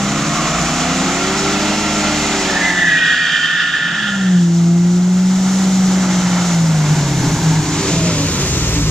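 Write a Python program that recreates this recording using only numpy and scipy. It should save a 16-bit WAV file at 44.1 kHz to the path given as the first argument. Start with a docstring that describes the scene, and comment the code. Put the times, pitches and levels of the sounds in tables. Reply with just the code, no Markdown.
"""A V8 engine revs up over the roar of its rear tyres spinning on a country road. The tyres squeal as they
grip again, then the car drives up and coasts past, its exhaust pipes droning in bursts.
The exhaust, fan and thin whines are tones that follow engine speed; burble, rumble, roar and hiss are
noise. The squeal is rubber sticking and slipping.
Two close microphone ports (openings) hear the bass alike and the treble differently."""
import sys
import numpy as np
from scipy import signal
from scipy.fft import rfft, irfft, next_fast_len
from scipy.io import wavfile
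from scipy.ndimage import map_coordinates

SR = 44100
rng = np.random.default_rng(int(sys.argv[2]) if len(sys.argv) > 2 else 0)


def waveform_to_disk(signal):
    """Save audio, clipped to [-1, 1], as 16-bit WAV at the path in sys.argv[1]."""
    frames = np.transpose(np.atleast_2d(signal))
    scaled = np.clip(frames, -1, 1) * 32767
    samples = np.round(scaled).astype(np.int16)
    wavfile.write(sys.argv[1], SR, samples)


N = 392490
TIME = np.arange(N) / SR
PADDED = next_fast_len(N + 2000)
BINS_HZ = np.arange(PADDED // 2 + 1) * SR / PADDED + 1


def amp(db):
    """Turn decibels into a gain to multiply by."""
    return np.exp(np.asarray(db) * (np.log(10) / 20))


def rms_one(x):
    """Scale a signal to an average strength (rms) of 1."""
    return x / np.sqrt(np.mean(np.abs(x) ** 2) + 1e-20)


def in_time(rows):
    """Join a table's rows with straight lines: one curve for each column after the time."""
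    times, *columns = np.transpose(rows)
    return [np.interp(TIME, times, column) for column in columns]


def at_hz(rows, hz):
    """Read between a table's rows on a musical (log) frequency scale."""
    frequencies, values = np.transpose(rows)
    return np.interp(np.log(hz), np.log(np.maximum(frequencies, 1)), values)


def span(start_s, end_s, fade_s):
    """A gain that fades in after the start and out before the end."""
    return np.clip(np.minimum(TIME - start_s, end_s - TIME) / fade_s, 0, 1)


def drift(rate_hz, size=N):
    """A smooth random wobble of typical size 1, worked out at every 20th sample."""
    r = np.exp(-2 * np.pi * rate_hz * 20 / SR)
    slow = signal.lfilter([1], [1, -2 * r, r * r], rng.standard_normal(N // 20 + 3002))[3000:]
    return np.interp(np.arange(size) / 20, np.arange(len(slow)), rms_one(slow))


def tone(turns, db, flutter_db):
    """A sine whose level flutters slowly and shivers fast; turns counts its cycles so far."""
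    flutter = drift(2.34, len(turns)) + 0.58 * drift(25, len(turns))
    return np.sqrt(2) * amp(db + flutter_db * flutter) * np.sin(2 * np.pi * (turns + rng.random()))


def add_tone(out, start_s, end_s, fade_s, turns, db, flutter_db):
    """Mix in a tone that fades in and out."""
    part = slice(int(start_s * SR), int(end_s * SR))
    out[part] += span(start_s, end_s, fade_s)[part] * tone(turns[part], db, flutter_db)


# How alike noise is at the two ports: f/Hz, likeness (1 = the same)
LIKENESS = [(30, 0.91), (100, 1), (700, 0.995), (1200, 0.97), (1900, 0.93), (2500, .82), (4100, 0.72),
            (5300, .52), (8500, 0.5), (11000, .33), (15000, 0.2)]
def white():
    """Left and right spectra of white noise, less alike in the treble."""
    mid, side = rfft(rng.standard_normal((2, PADDED)))
    alike = np.clip(at_hz(LIKENESS, BINS_HZ), 0, 1)
    return np.sqrt(1 + alike) * mid + np.sqrt(1 - alike) * side * [[1], [-1]]


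def noise(spectra, colour, flicker_db):
    """Give white noise a colour (its balance of low and high) and a flickering level."""
    coloured = irfft(amp(at_hz(colour, BINS_HZ)) * spectra, PADDED)[:, :N]
    return rms_one(coloured) * amp(flicker_db * drift(11.4))


# The cylinders firing: t/s, firing f/Hz, firing tone level/dB, its octave's level/dB
ENGINE = [(0, 197.6, -18.5, -57), (.3, 213, -26, -53), (.6, 234.9, -27, -42.5), (.95, 256.5, -23, -35),
          (1.36, 289, -28.5, -44), (1.55, 299.5, -23.5, -36), (1.8, 309.8, -26, -36),
          (1.97, 309, -25, -36.5), (2.15, 301, -23.5, -40), (2.5, 284.3, -27, -37), (2.8, 265.6, -33, -48),
          (3.3, 243.2, -39.5, -49), (3.77, 220.4, -46, -60), (4.05, 205.6, -27, -61), (4.2, 192, -17, -39),
          (4.36, 178, -9, -32), (4.5, 169.8, -11, -27.5), (4.66, 170.3, -10.5, -28),
          (4.9, 176.3, -9.5, -26), (5.3, 186.3, -13, -37.5), (5.58, 190.6, -14, -40),
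          (5.88, 187.2, -11.5, -36.5), (6.03, 186.7, -14.5, -45), (6.45, 176.6, -14.5, -38),
          (6.64, 164.4, -11, -36), (6.8, 153.3, -14, -41), (7.0, 145, -16.5, -33.5),
          (7.24, 129.4, -20.5, -44), (7.4, 117.4, -27, -38), (7.84, 97.8, -32, -36), (8.3, 73.1, -35, -26),
          (8.6, 60.4, -26, -22.5), (8.9, 51.84, -19, -24.5)]
# Base level of the lesser engine tones and the fan: t/s, level/dB
LESSER_LEVEL = [(0, -21), (1, -19.5), (2.5, -19.5), (2.9, -26), (3.5, -39), (4.4, -31.5), (5.1, -31),
                (6, -26), (6.9, -27), (7.8, -24.5), (8.9, -26)]
# Lesser engine tones: order (cycles per two engine turns), relative level/dB
LESSER_ORDERS = [(1, 2), (2, 4), (3, 0), (4, -2), (5, -2), (6, 4), (7, -7), (9, -2), (10, -6), (11, -8),
                 (12, -2), (13, -7), (14, 2), (15, -8), (17, -9), (18, 2), (19, -10), (20, 2), (21, -8),
                 (22, -1), (23, 4), (24, 0), (26, 2), (32, -3)]
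# How the exhaust pipe colours those tones: f/Hz, relative level/dB
PIPE_COLOUR = [(20, -21), (60, -11), (110, -15.5), (160, 3), (200, -5.5), (300, -1.5), (400, -14.5),
               (560, -17), (690, -5.5), (780, -12.5), (880, -12.5), (980, -15)]
def exhaust(firing_hz, firings):
    """Eight firings every two engine turns make a note, with lesser tones around it and overtones."""
    _, firing_db, octave_db = in_time(ENGINE)
    lesser_db = in_time(LESSER_LEVEL)[0] - 10
    out = tone(firings, firing_db, flutter_db=0.5) + tone(2 * firings, octave_db, flutter_db=1.5)
    for order, db in LESSER_ORDERS:
        ratio = order / 8
        out += tone(ratio * firings, lesser_db + db + at_hz(PIPE_COLOUR, ratio * firing_hz), flutter_db=2)
    return out


# The fan's overtones: multiple of the blade rate, relative level/dB
FAN_OVERTONES = [(2, -3.5), (3, -14), (4, -12), (5, -11.5), (6, -9.5), (7, -9.5)]
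# How the housing round the fan colours them: f/Hz, relative level/dB
HOUSING_COLOUR = [(200, 0), (320, -14.5), (385, -2.5), (430, -14.5), (570, -5.5), (800, -6), (950, -13.5),
                  (1300, -20)]
def fan(firing_hz, firings):
    """The cooling fan's passing blades hum; their lowest tone grows with engine speed."""
    blades_per_firing, full_speed_hz, db_per_octave = .669, 310, 3.5
    base_db = in_time(LESSER_LEVEL)[0]
    blade_db = base_db - 5.5 + db_per_octave * np.log2(firing_hz / full_speed_hz)
    out = tone(blades_per_firing * firings, blade_db, flutter_db=2.5)
    for multiple, db in FAN_OVERTONES:
        ratio = multiple * blades_per_firing
        housing_db = at_hz(HOUSING_COLOUR, ratio * firing_hz)
        out += tone(ratio * firings, base_db + db + housing_db, flutter_db=2.94)
    return out


# The two low noises: t/s, burble base level/dB, rumble level/dB
LOW_LEVELS = [(0, -28, -52), (1.7, -42, -43), (2.5, -43, -46), (2.9, -26, -50), (3.35, -34, -66),
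              (3.9, -31.5, -52), (4.5, -32, -48), (5.1, -32, -42), (5.6, -27, -35), (6.1, -27, -40),
              (6.8, -28, -33), (7.08, -24, -34), (7.3, -17, -30), (7.55, -31, -34), (8, -17.5, -33),
              (8.35, -30, -26), (8.9, -22, -30)]
# Notes the pipes ring at: f/Hz, width/Hz, relative level/dB
PIPE_RINGS = [(170.9, 6.9, -3.5), (275, 53, -7), (373, 83, -46)]
def burble():
    """Uneven burning makes lumpy noise that sets the pipes ringing."""
    level_db, _ = in_time(LOW_LEVELS)
    lumps = rng.standard_normal(N) * amp(1.5 * drift(20))
    out = np.zeros(N)
    for hz, width_hz, db in PIPE_RINGS:
        r = np.exp(-np.pi * width_hz / SR)
        ring = signal.lfilter([1, 0, -1], [1, -2 * r * np.cos(2 * np.pi * hz / SR), r * r], lumps)
        out += amp(db) * rms_one(ring)
    return amp(level_db) * signal.sosfilt(signal.butter(2, 700, fs=SR, output="sos"), out)


# Colour of the rumble: f/Hz, relative level/dB
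RUMBLE_COLOUR = [(18, -7), (30, -12), (60, 7.5), (120, 2), (250, -1), (400, 2.5), (600, -29)]
def rumble(spectra):
    """Deep noise that swells and sinks under the engine."""
    _, level_db = in_time(LOW_LEVELS)
    return amp(level_db) * noise(spectra, RUMBLE_COLOUR, flicker_db=1)


# The two broad noises: t/s, roar level/dB, hiss level/dB
BROAD_LEVELS = [(0, -22.5, -26), (.38, -20.5, -23), (1, -20.5, -24), (1.8, -21, -23.5), (2.45, -21, -22.5),
                (2.7, -22.5, -26), (2.97, -37, -30), (3.69, -40, -34), (3.92, -35, -35.5),
                (4.3, -35.5, -31.5), (5.1, -34, -32.5), (5.55, -28, -25.5), (5.85, -28.5, -26),
                (6.15, -24, -26), (6.52, -24, -25), (6.69, -27.5, -30), (6.89, -23, -26.5),
                (7.61, -24.5, -26), (7.86, -21.5, -22.5), (8.06, -22, -23.5), (8.3, -23.5, -23.5),
                (8.6, -24.5, -22.5), (8.9, -25, -24)]
# One colour a stage (spin-up, full spin, pulling away, coasting, passing): f/Hz, relative level/dB
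ROAR_COLOURS = [
    [(190, -22), (330, 0), (374, -26), (459, -7.5), (617, -15), (691, -3.5), (929, -12), (1090, -1.5),
     (1350, -1), (1640, -10.5), (1900, -6.5), (5000, -19), (6500, -39), (11000, -120)],
    [(190, -15), (330, 0.5), (357, -13), (396, -4), (454, -7.5), (766, -2), (1060, -7), (1340, -1),
     (1590, -6.5), (1990, -3.5), (2200, -5), (5000, -12), (6500, -40), (11000, -120)],
    [(250, -32), (420, -19), (533, -1.5), (841, 2.5), (1080, -3), (1350, 1.5), (1700, -5), (2090, -2.5),
     (2470, -10.5), (3140, -10), (5000, -16.5), (6500, -36), (11000, -120)],
    [(250, 1), (420, -1), (528, -31), (591, -7), (877, 1.5), (1310, -8), (1570, -3.5), (1910, -8.5),
     (2200, -7), (2630, -12.5), (5000, -15.5), (6500, -59), (11000, -120)],
    [(190, -18), (330, -1.5), (439, -6), (646, -12), (707, -15.5), (1030, -10), (1140, -14), (1310, -11.5),
     (1500, -16), (2160, -14.5), (3030, -17), (3280, -17), (5000, -17), (6500, -51), (11000, -120)],
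]
# When the colour starts or stops changing: t/s
STAGE_TIMES = [.5, 1.7, 2.6, 2.95, 6.4, 7.1, 7.6, 7.95]
# The stage at each of those times: number, from 0
STAGES = [0, 1, 1, 2, 2, 3, 3, 4]
def roar():
    """Noise from the tyre tread and the engine's air intake, blending from one colour to the next."""
    level_db, _ = in_time(BROAD_LEVELS)
    stage, spectra = np.interp(TIME, STAGE_TIMES, STAGES), white()
    return amp(level_db) * sum(np.clip(1 - abs(stage - k), 0, 1) * noise(spectra, colour, flicker_db=0.75)
                               for k, colour in enumerate(ROAR_COLOURS))


# Colour of the hiss: f/Hz, relative level/dB
HISS_COLOUR = [(2240, -13.5), (3800, -4), (4840, -5.5), (5300, -1.5), (7030, 2), (7400, -1.5), (9310, -22),
               (11400, -24), (15000, -37)]
def hiss(spectra):
    """Bright noise on top of the roar."""
    _, level_db = in_time(BROAD_LEVELS)
    return amp(level_db) * noise(spectra, HISS_COLOUR, flicker_db=0.75)


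# How hard the tread slips: t/s, squeal base level/dB, scrub level/dB
SLIP = [(2.4, -24, -21), (2.5, -20, -22), (2.62, -16.5, -30), (2.69, -16, -25), (2.745, -24, -26),
        (2.8, -14.5, -21.5), (3.1, -15.5, -18), (3.55, -17, -17.5), (3.88, -20.5, -19.5), (4.05, -20, -20),
        (4.3, -30.5, -28.5), (4.5, -50, -34), (4.6, -52, -49)]
# Squealing tread blocks: start t/s, end t/s, start f/Hz, settled f/Hz, start and end relative level/dB
SQUEALS = [(2.57, 4.45, 2080, 1735, -1.5, -6), (2.46, 3.04, 1785, 1705, -1, -2.5),
           (2.98, 3.54, 1730, 1700, -9, -23), (2.9, 4.45, 1515, 1405, -11.5, -4.5),
           (2.86, 4, 2480, 2330, -12, -25.5), (3.05, 3.55, 3250, 2950, -14, -6.5),
           (3.05, 3.5, 4480, 4800, -22, -23), (0.26, 0.44, 1310, 760, -5, -4),
           (0.31, 0.49, 1100, 1070, -4, -4), (1.1, 2.2, 1355, 1370, -7, -6)]
# How each squeal breaks up: relative depth, wobble f/Hz
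BREAKUP = [(.25, 60), (.4, 60), (.7, 60), (.45, 30), (1.6, 90), (1.6, 130), (2.5, 200), (.2, 30), (.2, 30),
           (.5, 30)]
# Grip coming and going: t/s, factor on that depth
RAGGEDNESS = [(2.4, 2), (2.9, 2.2), (3.05, .7), (3.75, .8), (4, 2.2), (4.5, 2.5)]
def squeal():
    """Tread blocks stick and slip, making ragged tones whose pitch settles as the tyres slow."""
    settle_s = .55
    out, ragged = np.zeros((2, N)), in_time(RAGGEDNESS)[0]
    base_db, _ = in_time(SLIP)
    for (start, end, start_hz, settled_hz, start_db, end_db), (depth, wobble_hz) in zip(SQUEALS, BREAKUP):
        hz = settled_hz + (start_hz - settled_hz) * np.exp(-np.maximum(TIME - start, 0) / settle_s)
        turns = np.cumsum(hz * (1 + .004 * ragged * drift(15))) / SR
        note = np.exp(2j * np.pi * turns)
        broken = depth * ragged
        wobble = drift(wobble_hz) + 1j * drift(wobble_hz)   # complex: shakes both strength and pitch
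        shake = (1 + broken * wobble) / np.sqrt(1 + 2 * broken ** 2)
        db = base_db + np.interp(TIME, [start, end], [start_db, end_db]) + 0.57 * drift(5)
        gain = np.sqrt(2) * span(start, end, fade_s=0.074) * amp(db)
        for side in (0, 1):
            fuzz = 0.22 * drift(110)   # reaches each port by its own path
            out[side] += gain * np.real((shake + fuzz) * note)
    # The slip is lopsided, which adds octaves and tones at the sum of two pitches.
    overtones = signal.sosfilt(signal.butter(2, 2600, "high", fs=SR, output="sos"), out ** 2)
    return out + 0.65 * overtones


# Thin whines and engine tones: start t/s, end t/s, firing-rate multiple at start, at end, peak level/dB
THIN_TONES = [(1.15, 1.6, 6.68, 6.62, -32), (1.55, 1.85, 6.68, 6.7, -37), (1.84, 2.5, 6.62, 7.2, -36),
              (1.4, 1.75, 15.3, 14.4, -42), (1.25, 1.6, 18.5, 18.4, -38), (1.55, 2.15, 17.25, 17.25, -34),
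              (1.5, 2.1, 9.0, 9.0, -36), (1.95, 2.3, 14.15, 14.6, -37), (2.4, 2.95, 3.27, 3.3, -33.5),
              (2.28, 2.65, 18.3, 19.1, -36), (6, 6.6, 17.1, 17, -39.5), (7.851, 8.352, 7.4, 7.26, -29.5)]
def thin_tones(firing_hz):
    """Thin whines and engine tones that swell and fade, following engine speed."""
    out = np.zeros(N)
    for start, end, first, last, db in THIN_TONES:
        turns = np.cumsum(firing_hz * np.interp(TIME, [start, end], [first, last])) / SR
        add_tone(out, start, end, (end - start) / 3, turns, db, flutter_db=2.5)
    return out


# Colour of scrubbing rubber: f/Hz, relative level/dB
SCRUB_COLOUR = [(590, -61), (1000, -26), (1130, -17), (1230, -8), (1330, -6), (1410, -7), (1530, -2),
                (1780, 6), (1860, 2), (2200, -21.5), (2570, -10.5), (3060, -5), (3640, -5.5), (4000, -20),
                (5000, -17.5), (6500, -30), (11000, -120)]
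def scrub():
    """Slipping rubber scrubs the road, making noise under the squeal."""
    _, level_db = in_time(SLIP)
    fade = span(SLIP[0][0], SLIP[-1][0], fade_s=0.27)
    return fade * amp(level_db) * noise(white(), SCRUB_COLOUR, flicker_db=1.37)


# Bursts of pipe tone: start t/s, length/s, f/Hz, level/dB
DRONE_BURSTS = [(6.884, 0.13, 158.2, -17.5), (7.057, .12, 158, -22), (7.073, .08, 291, -24),
                (7.227, .14, 156.2, -16.5), (7.408, .22, 157.2, -12.5), (7.486, 0.063, 291, -21),
                (7.602, .24, 290.4, -26), (7.62, .22, 157, -24), (7.886, 0.2, 160.6, -19),
                (7.878, 0.043, 291.6, -15), (7.927, 0.11, 291, -29), (8.137, .17, 157, -17.5),
                (8.134, .15, 291, -24), (8.4, 0.46, 156.4, -28), (8.743, 0.096, 291, -22.5),
                (8.82, .12, 156.4, -20)]
def drone():
    """With the driver's foot off the pedal, the pipes drone in bursts at their own wavering pitch."""
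    out, fade_s = np.zeros(N), 0.033
    wavering_time = np.cumsum(1 + 0.01196 * drift(4.13)) / SR
    for start, length, hz, db in DRONE_BURSTS:
        add_tone(out, start, start + length, fade_s, hz * wavering_time, db, flutter_db=0.6)
    return out


def scene():
    """All the car's sounds added together, left and right."""
    firing_hz = in_time(ENGINE)[0]
    firings = np.cumsum(firing_hz * (1 + .002 * drift(7.7))) / SR   # running count, slightly unsteady
    engine = exhaust(firing_hz, firings) + fan(firing_hz, firings) + burble()
    spectra = white()
    noises = rumble(spectra) + roar() + hiss(spectra)
    return engine + noises + squeal() + thin_tones(firing_hz) + scrub() + drone()


# How much louder the left port is than the right: f/Hz, level/dB
PORT_BALANCE = [(60, 0.77), (1400, -0.5), (1900, -1), (2500, -7), (3200, -6), (4100, 2), (5300, 2),
                (6700, 1), (8500, -5.5), (10700, 6.5), (13500, 1)]
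# How far the left port's wave is ahead: f/Hz, phase/radians
PORT_PHASE = [(20, -0.06), (900, -0.06), (1400, -0.17), (1900, -0.53), (2500, -0.5), (3200, .55),
              (4100, 0.72), (5300, 0.63), (6700, 0.5), (8500, 0.1), (10700, 0.8), (13500, 0)]
def record(dry):
    """The two ports differ in colour and timing; peaks are rounded and the highest treble is cut."""
    passing_s, left_lead_s, cutoff_hz = (7.5, 8.8), 85e-6, 15660
    # The passing car swings to the left, so its sound reaches that port first.
    shift = np.interp(TIME, passing_s, [0, left_lead_s * SR / 2])
    arrived = [map_coordinates(port, [np.arange(N) + sign * shift], order=3, mode="mirror")
               for port, sign in zip(dry, (1, -1))]
    left_gain = amp(at_hz(PORT_BALANCE, BINS_HZ) / 2) * np.exp(.5j * at_hz(PORT_PHASE, BINS_HZ))
    padded = np.pad(arrived, ((0, 0), (1000, PADDED - N - 1000)), "reflect")
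    ports = irfft(rfft(padded) * [left_gain, 1 / left_gain], PADDED)[:, 1000:N + 1000]
    rounded = 1.2 * np.tanh(ports / 1.2)
    return signal.sosfilt(signal.cheby2(16, 50, cutoff_hz, fs=SR, output="sos"), rounded)


dry = scene()
out = record(dry)
waveform_to_disk(out)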